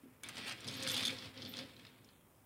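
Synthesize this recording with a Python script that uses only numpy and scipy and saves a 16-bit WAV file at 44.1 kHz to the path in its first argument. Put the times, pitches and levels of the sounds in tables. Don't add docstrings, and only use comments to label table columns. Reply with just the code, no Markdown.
import sys
import numpy as np
from scipy import signal
from scipy.fft import rfft, irfft
from scipy.io import wavfile
from scipy.ndimage import uniform_filter1d

SR = 44100
rng = np.random.default_rng(int(sys.argv[2]) if len(sys.argv) > 2 else 0)


def int16_out(signal):
    q = np.round(np.clip(np.atleast_2d(signal).T, -1, 1) * 32767)
    wavfile.write(sys.argv[1], SR, q.astype(np.int16))


N = 108045


# (time [s], low mids [dB], upper mids [dB], treble [dB])
GRIND_LEVELS = [(.225, -71.5, -94, -76.5), (.245, -53.5, -55, -62), (.33, -58, -56.5, -65),
                (.385, -47.5, -49, -55), (.44, -53.5, -49.5, -64.5), (.485, -45, -43, -48.5),
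                (.52, -48.5, -46, -63), (.55, -57, -57, -64), (.61, -59, -57, -66.5), (.67, -52, -51, -64),
                (.74, -52.5, -46.5, -56), (.85, -48.5, -44.5, -59.5), (.88, -48, -41, -52),
                (.975, -46, -41, -48), (1.01, -46, -39.5, -49.5), (1.05, -50, -49, -53),
                (1.13, -52.5, -49, -55.5), (1.18, -55, -50.5, -61.5), (1.26, -53.5, -49.5, -61.5),
                (1.325, -63, -65, -70), (1.38, -56.5, -54.5, -68), (1.45, -58, -54, -63.5),
                (1.50, -60.5, -55, -67), (1.595, -51, -48, -58), (1.65, -60, -58, -69),
                (1.75, -66.5, -64, -70), (1.88, -64, -65, -72.5), (1.94, -67.5, -69.5, -74),
                (2.12, -75, -73, -75), (2.3, -77.5, -90, -76)]
# (frequency [Hz], gain [dB])
SHELL_EQ = [(700, -9.5), (1200, -9), (1700, -6.5), (2400, -4), (2850, -5), (3450, -5), (4400, -5.5),
            (5300, -7), (6300, -16), (8700, -16), (10000, -16.5), (11000, -24.5), (12500, -16),
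            (15700, -19)]

def grinding():
    grit = impacts(per_s=2600, scatter_db=2) + undb(-5) * rng.standard_normal(N)
    shell = colour(grit * undb(0.98 * wander(170)), SHELL_EQ)
    low = unit(band(shell, 565, 2510))
    mid = unit(band(shell, 3110, 6060))
    treble = unit(band(shell, 6300, 11200, order=2)) + undb(-9.5) * unit(band(shell, 12400, 17000))
    low_gain, mid_gain, treble_gain = (undb(curve(GRIND_LEVELS, column)) for column in (1, 2, 3))
    return undb(-3.5) * (low_gain * low + mid_gain * mid + treble_gain * treble)


# (frequency [Hz], t60 [s], relative level [dB])
PLASTIC_RING = [(6080, 0.01, 18.5), (6960, 0.047, 11), (8470, 0.019, 15), (9770, 0.014, -5),
                (12100, 0.022, 7)]
# (time [s], crack level [dB], middle level [dB], bright level [dB])
CLACK_HITS = [(0.2345, -52, -62, -50), (0.287, -56, -55, -52), (0.2916, -49, -53.5, -55),
              (.356, -64, -56, -58), (0.369, -50, -49, -58), (.380, -59, -49, -55), (.4782, -59, -49, -62),
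              (0.495, -70, -47, -50), (.512, -44.5, -56, -56), (0.523, -52, -51, -53.5),
              (0.6055, -74, -65, -56), (0.644, -60, -50, -58.5), (0.6762, -71, -50, -49),
              (0.684, -68, -45.5, -54), (0.825, -73, -44, -47.5), (0.833, -63, -50, -45.5),
              (0.866, -43, -43, -57), (0.8743, -44, -39.5, -43.5), (.884, -55, -48, -45),
              (0.888, -72, -44, -45.5), (0.9037, -58, -47, -47), (0.915, -52, -55, -41.5),
              (0.9428, -69, -49, -46), (0.954, -66, -40.5, -60), (0.9663, -45.5, -41, -52.5),
              (0.969, -64, -40, -63), (1.027, -50, -38.5, -53), (1.033, -45, -42, -48),
              (1.0522, -54, -54, -49), (1.0595, -61, -52, -48.5), (1.069, -60, -55, -45),
              (1.0803, -66, -48, -51), (1.094, -48, -52, -64), (1.105, -58, -43.5, -60),
              (1.186, -68, -48, -66), (1.3746, -76, -53, -79), (1.4196, -58, -47, -74),
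              (1.425, -64, -51, -78), (1.45, -65, -47.5, -70), (1.460, -63, -47.5, -74),
              (1.538, -58.5, -54, -73), (1.569, -59, -45.5, -56.5), (1.579, -54, -51, -67),
              (1.5886, -53, -44, -67), (1.7656, -65, -65, -81), (1.7952, -59, -65, -74),
              (1.85, -57.5, -57, -74), (1.8674, -68, -56.5, -74), (2.0458, -76, -75, -69),
              (2.0882, -67, -65.5, -78)]

def clacks():
    out = np.zeros(N)
    for at, crack_db, middle_db, bright_db in CLACK_HITS:
        add_hit(out, at, band(chatter(0.0011, 0.0088, -7), 1210, 3400), crack_db)
        add_hit(out, at, band(chatter(0.002, 0.0095, -13), 3080, 5220), middle_db)
        contact = chatter(0.0014, 0.0068, -10.5)
        click = unit(band(contact, 6640, 10100, order=2))
        plastic = excite(contact, PLASTIC_RING, detune=0.027)
        add_hit(out, at, click + plastic, bright_db)
    return out


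# (frequency [Hz], t60 [s], relative level [dB])
METAL_RING = [(2380, .06, -14), (3240, .05, -9), (3400, .05, -7), (3512, .07, 3), (3980, .04, -9),
              (4445, .05, -8), (5190, .03, -13), (6480, .03, -12), (8350, .04, -16), (9950, .07, -12),
              (12800, .12, -20)]
# (time [s], level [dB])
SHIMMER_LEVELS = [(.2, -101), (.7, -67), (.9, -54.5), (1.08, -54), (1.14, -69), (1.25, -67), (1.33, -93),
                  (1.45, -64), (1.6, -80), (1.7, -85), (2.3, -100)]
# (time [s], level [dB])
KNOCK_HITS = [(.685, -44), (.8875, -43.5), (.898, -36), (.9435, -37), (.9655, -39), (.977, -36.5),
              (1.0425, -40.5), (1.052, -32), (1.0575, -38.5), (1.0605, -36), (1.069, -36), (1.0775, -39),
              (1.0818, -35), (1.590, -47)]

def metal_body(hand_damping_s=0.007):
    out = undb(curve(SHIMMER_LEVELS)) * excite(impacts(per_s=1000, scatter_db=2), METAL_RING)
    for at, db in KNOCK_HITS:
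        tone = ring(METAL_RING, detune=0.0013)
        t = np.arange(len(tone)) / SR
        add_hit(out, at, tone * np.exp(-t / hand_damping_s), db)
    return out


# (time [s], frequency [Hz], t60 [s], level [dB])
CLINK_HITS = [(.2345, 1660, 0.02, -50), (.238, 2285, 0.034, -50), (.2345, 10640, 0.035, -53),
              (.243, 3580, 0.042, -51.5), (.288, 9000, 0.03, -49), (0.288, 6100, 0.033, -59),
              (.679, 5080, 0.028, -44.5), (.884, 9950, 0.037, -52), (.967, 12850, .22, -60),
              (1.005, 9900, 0.087, -56), (1.069, 9960, 0.06, -51), (1.0915, 2354, 0.027, -48),
              (1.0955, 2340, 0.032, -43), (1.102, 2330, 0.021, -43), (1.5385, 3490, 0.019, -45.5),
              (1.766, 3930, 0.027, -60.5), (2.0456, 5350, 0.012, -65.5), (2.0884, 4340, 0.015, -64)]

def clinks():
    out = np.zeros(N)
    for at, hz, t60, db in CLINK_HITS:
        add_hit(out, at, ring([(hz, t60, 0), (hz * 1.012, t60, -9)]), db)
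    return out


# (frequency [Hz], t60 [s], relative level [dB])
PAWL_RING = [(4650, .02, 3.5), (6480, 0.021, 4), (8160, 0.018, -3), (10200, 0.017, 0), (12500, 0.02, -8)]
# (time [s], level [dB])
PAWL_TICKS = [(0.669, -54), (0.695, -55), (0.712, -53.5), (0.727, -56), (0.742, -53.5), (.753, -54),
              (.803, -54)]

def pawl():
    out = np.zeros(N)
    for at, db in PAWL_TICKS:
        add_hit(out, at, ring(PAWL_RING, detune=0.008), db)
    return out


# (time [s], level [dB])
SNAP_HITS = [(0.234, -50), (.289, -55), (0.48, -63)]

def snaps():
    out = np.zeros(N)
    for at, db in SNAP_HITS:
        add_hit(out, at, band(chatter(0.00097, 0.005, -20), 3000, 17000, order=1), db)
    return out


# (time [s], relative level [dB])
ROLL_LEVELS = [(.21, -70), (.25, -56.5), (.33, -55), (.39, -53), (.52, -53), (.6, -61), (.68, -49.5),
               (.77, -54), (.83, -50), (1.1, -48.5), (1.19, -55.5), (1.27, -55.5), (1.34, -62.5),
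               (1.46, -49.5), (1.54, -53.5), (1.61, -51), (1.7, -60), (1.85, -61.5), (1.94, -67.5),
               (2.04, -63), (2.16, -82)]
# (frequency [Hz], gain [dB])
TREAD_EQ = [(40, -28), (70, -11), (102, -2), (166, -2), (254, 0.5), (400, -6.5), (600, -14), (800, -21),
            (1200, -33), (2000, -47)]
# (frequency [Hz], t60 [s], relative level [dB])
WOOD_RING = [(101, .12, -2), (136, .18, -1), (215, .08, -3)]

def wheels():
    tread = unit(colour(impacts(per_s=1200, scatter_db=2), TREAD_EQ))
    wood = excite(impacts(per_s=900, scatter_db=0), WOOD_RING)
    return (undb(-4) * tread + undb(-7) * wood) * undb(curve(ROLL_LEVELS))


# (time [s], level [dB])
CHASSIS_LEVELS = [(0.2, -90), (0.6, -75), (0.77, -66), (0.83, -57.5), (0.94, -53), (1.02, -67.5),
                  (1.13, -56), (1.19, -71), (1.25, -61.5), (1.32, -84), (1.37, -64), (1.52, -72),
                  (1.61, -58.5), (1.7, -71), (1.85, -83), (2.1, -97)]
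# (time [s], level [dB])
TABLETOP_LEVELS = [(.72, -86), (.82, -55), (.9, -67), (1.06, -53.5), (1.18, -71), (1.36, -67), (1.46, -57),
                   (1.54, -67.5), (1.62, -53), (1.72, -75), (1.95, -85), (2.03, -66), (2.12, -92)]
CHASSIS_HZ, TABLETOP_HZ = 527.6, 253.7

def hum(hz, levels, drift_hz=9, flutter_db=3):
    pitch = hz + drift_hz * wander(45)
    phase = 2 * np.pi * np.cumsum(pitch) / SR + 0.35 * wander(130)
    return undb(curve(levels) + flutter_db * wander(90)) * unit(np.sin(phase))


# (time [s], frequency [Hz], t60 [s], level [dB])
THUMP_HITS = [(0.034, 255, 0.1, -54.5), (.058, 253.5, 0.16, -53), (0.371, 93, .06, -59),
              (0.664, 198, .05, -60), (1.264, 85, 0.052, -53), (1.589, 135, 0.16, -51.5)]

def thumps():
    out = np.zeros(N)
    for at, hz, t60, db in THUMP_HITS:
        add_hit(out, at, ring([(hz, t60, 0), (hz * 1.36, 0.035, -7)]), db)
    return out


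# (time [s], level [dB])
SCRAPE_LEVELS = [(.33, -90), (.39, -76), (.43, -54), (.485, -45.5), (.52, -60), (.57, -64), (.62, -110)]
# (frequency [Hz], t60 [s], relative level [dB])
SCRAPE_RING = [(1920, .03, 0), (2380, 0.015, 4), (2830, 0.024, -0.5), (8700, 0.013, -7.5)]

def scrape():
    return undb(curve(SCRAPE_LEVELS)) * excite(impacts(per_s=800, scatter_db=3.5), SCRAPE_RING)


# (time [s], pitch [Hz], level [dB])
SQUEAK_CONTOURS = [
    [(.76, 14300, -81), (.771, 12700, -54), (.775, 13600, -61), (.787, 13700, -74)],
    [(.908, 13100, -51), (.915, 14200, -53), (.920, 12900, -41), (.924, 14000, -59), (.928, 12400, -44),
     (.939, 13200, -61)],
    [(1.476, 12600, -66), (1.486, 12500, -65), (1.493, 13800, -61), (1.501, 14200, -58),
     (1.512, 13600, -59), (1.526, 13600, -64), (1.534, 11500, -62)],
]

def squeaks(flutter_db=5):
    out, t = np.zeros(N), np.arange(N) / SR
    for contour in SQUEAK_CONTOURS:
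        start, end = contour[0][0], contour[-1][0]
        gate = uniform_filter1d(1.0 * ((t > start) & (t < end)), size=100)
        pitch = curve(contour) * (1 + 0.028 * wander(600) + 0.03 * wander(3000))
        gain = undb(curve(contour, column=2) + flutter_db * wander(330))
        out += gate * gain * unit(np.sin(2 * np.pi * np.cumsum(pitch) / SR))
    return out


def room(x, t60_s, wet_db):
    t = np.arange(SR // 2) / SR
    envelope = np.exp(-np.log(1000) * t / t60_s) * (1 - np.exp(-t / 0.0026))
    tail = band(rng.standard_normal(len(t)), 174, 4370, order=2) * envelope
    return x + undb(wet_db) * signal.fftconvolve(x, tail / np.sqrt(np.sum(tail ** 2)))[:N]


# (frequency [Hz], gain [dB])
AIR_EQ = [(15, -28), (35, -26), (60, -9.5), (100, -4.5), (270, -9), (424, -13), (700, -17), (1200, -18.5),
          (2100, -32), (4100, -42), (6000, -46), (9400, -29), (15700, -27.5)]

def air(level_db):
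    return undb(level_db) * unit(colour(rng.standard_normal(N), AIR_EQ))


def undb(db):
    return 10 ** (np.asarray(db) / 20)


def unit(x):
    return x / np.sqrt(np.mean(x ** 2) + 1e-30)


def curve(rows, column=1):
    rows = np.array(rows)
    return np.interp(np.arange(N) / SR, rows[:, 0], rows[:, column])


def band(x, lo_hz, hi_hz, order=3):
    return signal.sosfilt(signal.butter(order, [lo_hz, hi_hz], "band", fs=SR, output="sos"), x)


def colour(x, points):
    size = 2 ** 13
    hz, db = np.array(points).T
    bin_hz = np.arange(size // 2 + 1) * SR / size
    gain = undb(np.interp(np.log(bin_hz + 1), np.log(hz), db))
    cepstrum = irfft(np.log(gain))
    cepstrum[1:size // 2] *= 2
    cepstrum[size // 2 + 1:] = 0
    return signal.fftconvolve(x, irfft(np.exp(rfft(cepstrum))))[:len(x)]


def wander(per_s):
    hold = int(SR / per_s)
    steps = np.repeat(rng.standard_normal(N // hold + 1), hold)
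    return unit(uniform_filter1d(steps, hold)[:N])


def impacts(per_s, scatter_db):
    hits = rng.random(N) < per_s / SR
    polarity = np.sign(rng.standard_normal(N))
    strength = undb(scatter_db * np.clip(rng.standard_normal(N), -2, 2))
    return unit(hits * polarity * strength)


def ring(modes, detune=0):
    t = np.arange(SR // 4) / SR
    out = np.zeros(len(t))
    for hz, t60, db in modes:
        pitch = hz * (1 + detune * rng.standard_normal())
        envelope = undb(db) / np.sqrt(t60) * np.exp(-np.log(1000) * t / t60)
        out += envelope * np.sin(2 * np.pi * pitch * t) * rng.choice([-1, 1])
    return out


def excite(x, modes, detune=0):
    return unit(signal.fftconvolve(x, ring(modes, detune))[:len(x)])


def chatter(decay_s, tail_s, tail_db, attack_s=0.00028):
    t = np.arange(SR // 4) / SR
    attack = 1 - np.exp(-t / attack_s)
    decay = np.exp(-t / decay_s) + undb(tail_db) * np.exp(-t / tail_s)
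    return np.sign(rng.standard_normal(len(t))) * attack * decay


def add_hit(out, at, x, db, onset_s=0.005):
    start = int(at * SR)
    onset_rms = np.sqrt(np.mean(x[:int(onset_s * SR)] ** 2))
    out[start:start + len(x)] += x[:N - start] * undb(db) / onset_rms


def scene():
    rattle = grinding() + clacks() + metal_body() + clinks() + pawl() + snaps()
    rumble = wheels() + hum(CHASSIS_HZ, CHASSIS_LEVELS) + hum(TABLETOP_HZ, TABLETOP_LEVELS) + thumps()
    toy = rattle + band(rumble, 76, 1700) + scrape() + squeaks()
    return (room(toy, t60_s=0.14, wet_db=-12) + air(level_db=-66.5))[None]


def record(dry, cutoff_hz=15750):
    return signal.sosfilt(signal.ellip(10, 0.2, 70, cutoff_hz, fs=SR, output="sos"), dry)


dry = scene()
out = record(dry)
int16_out(out)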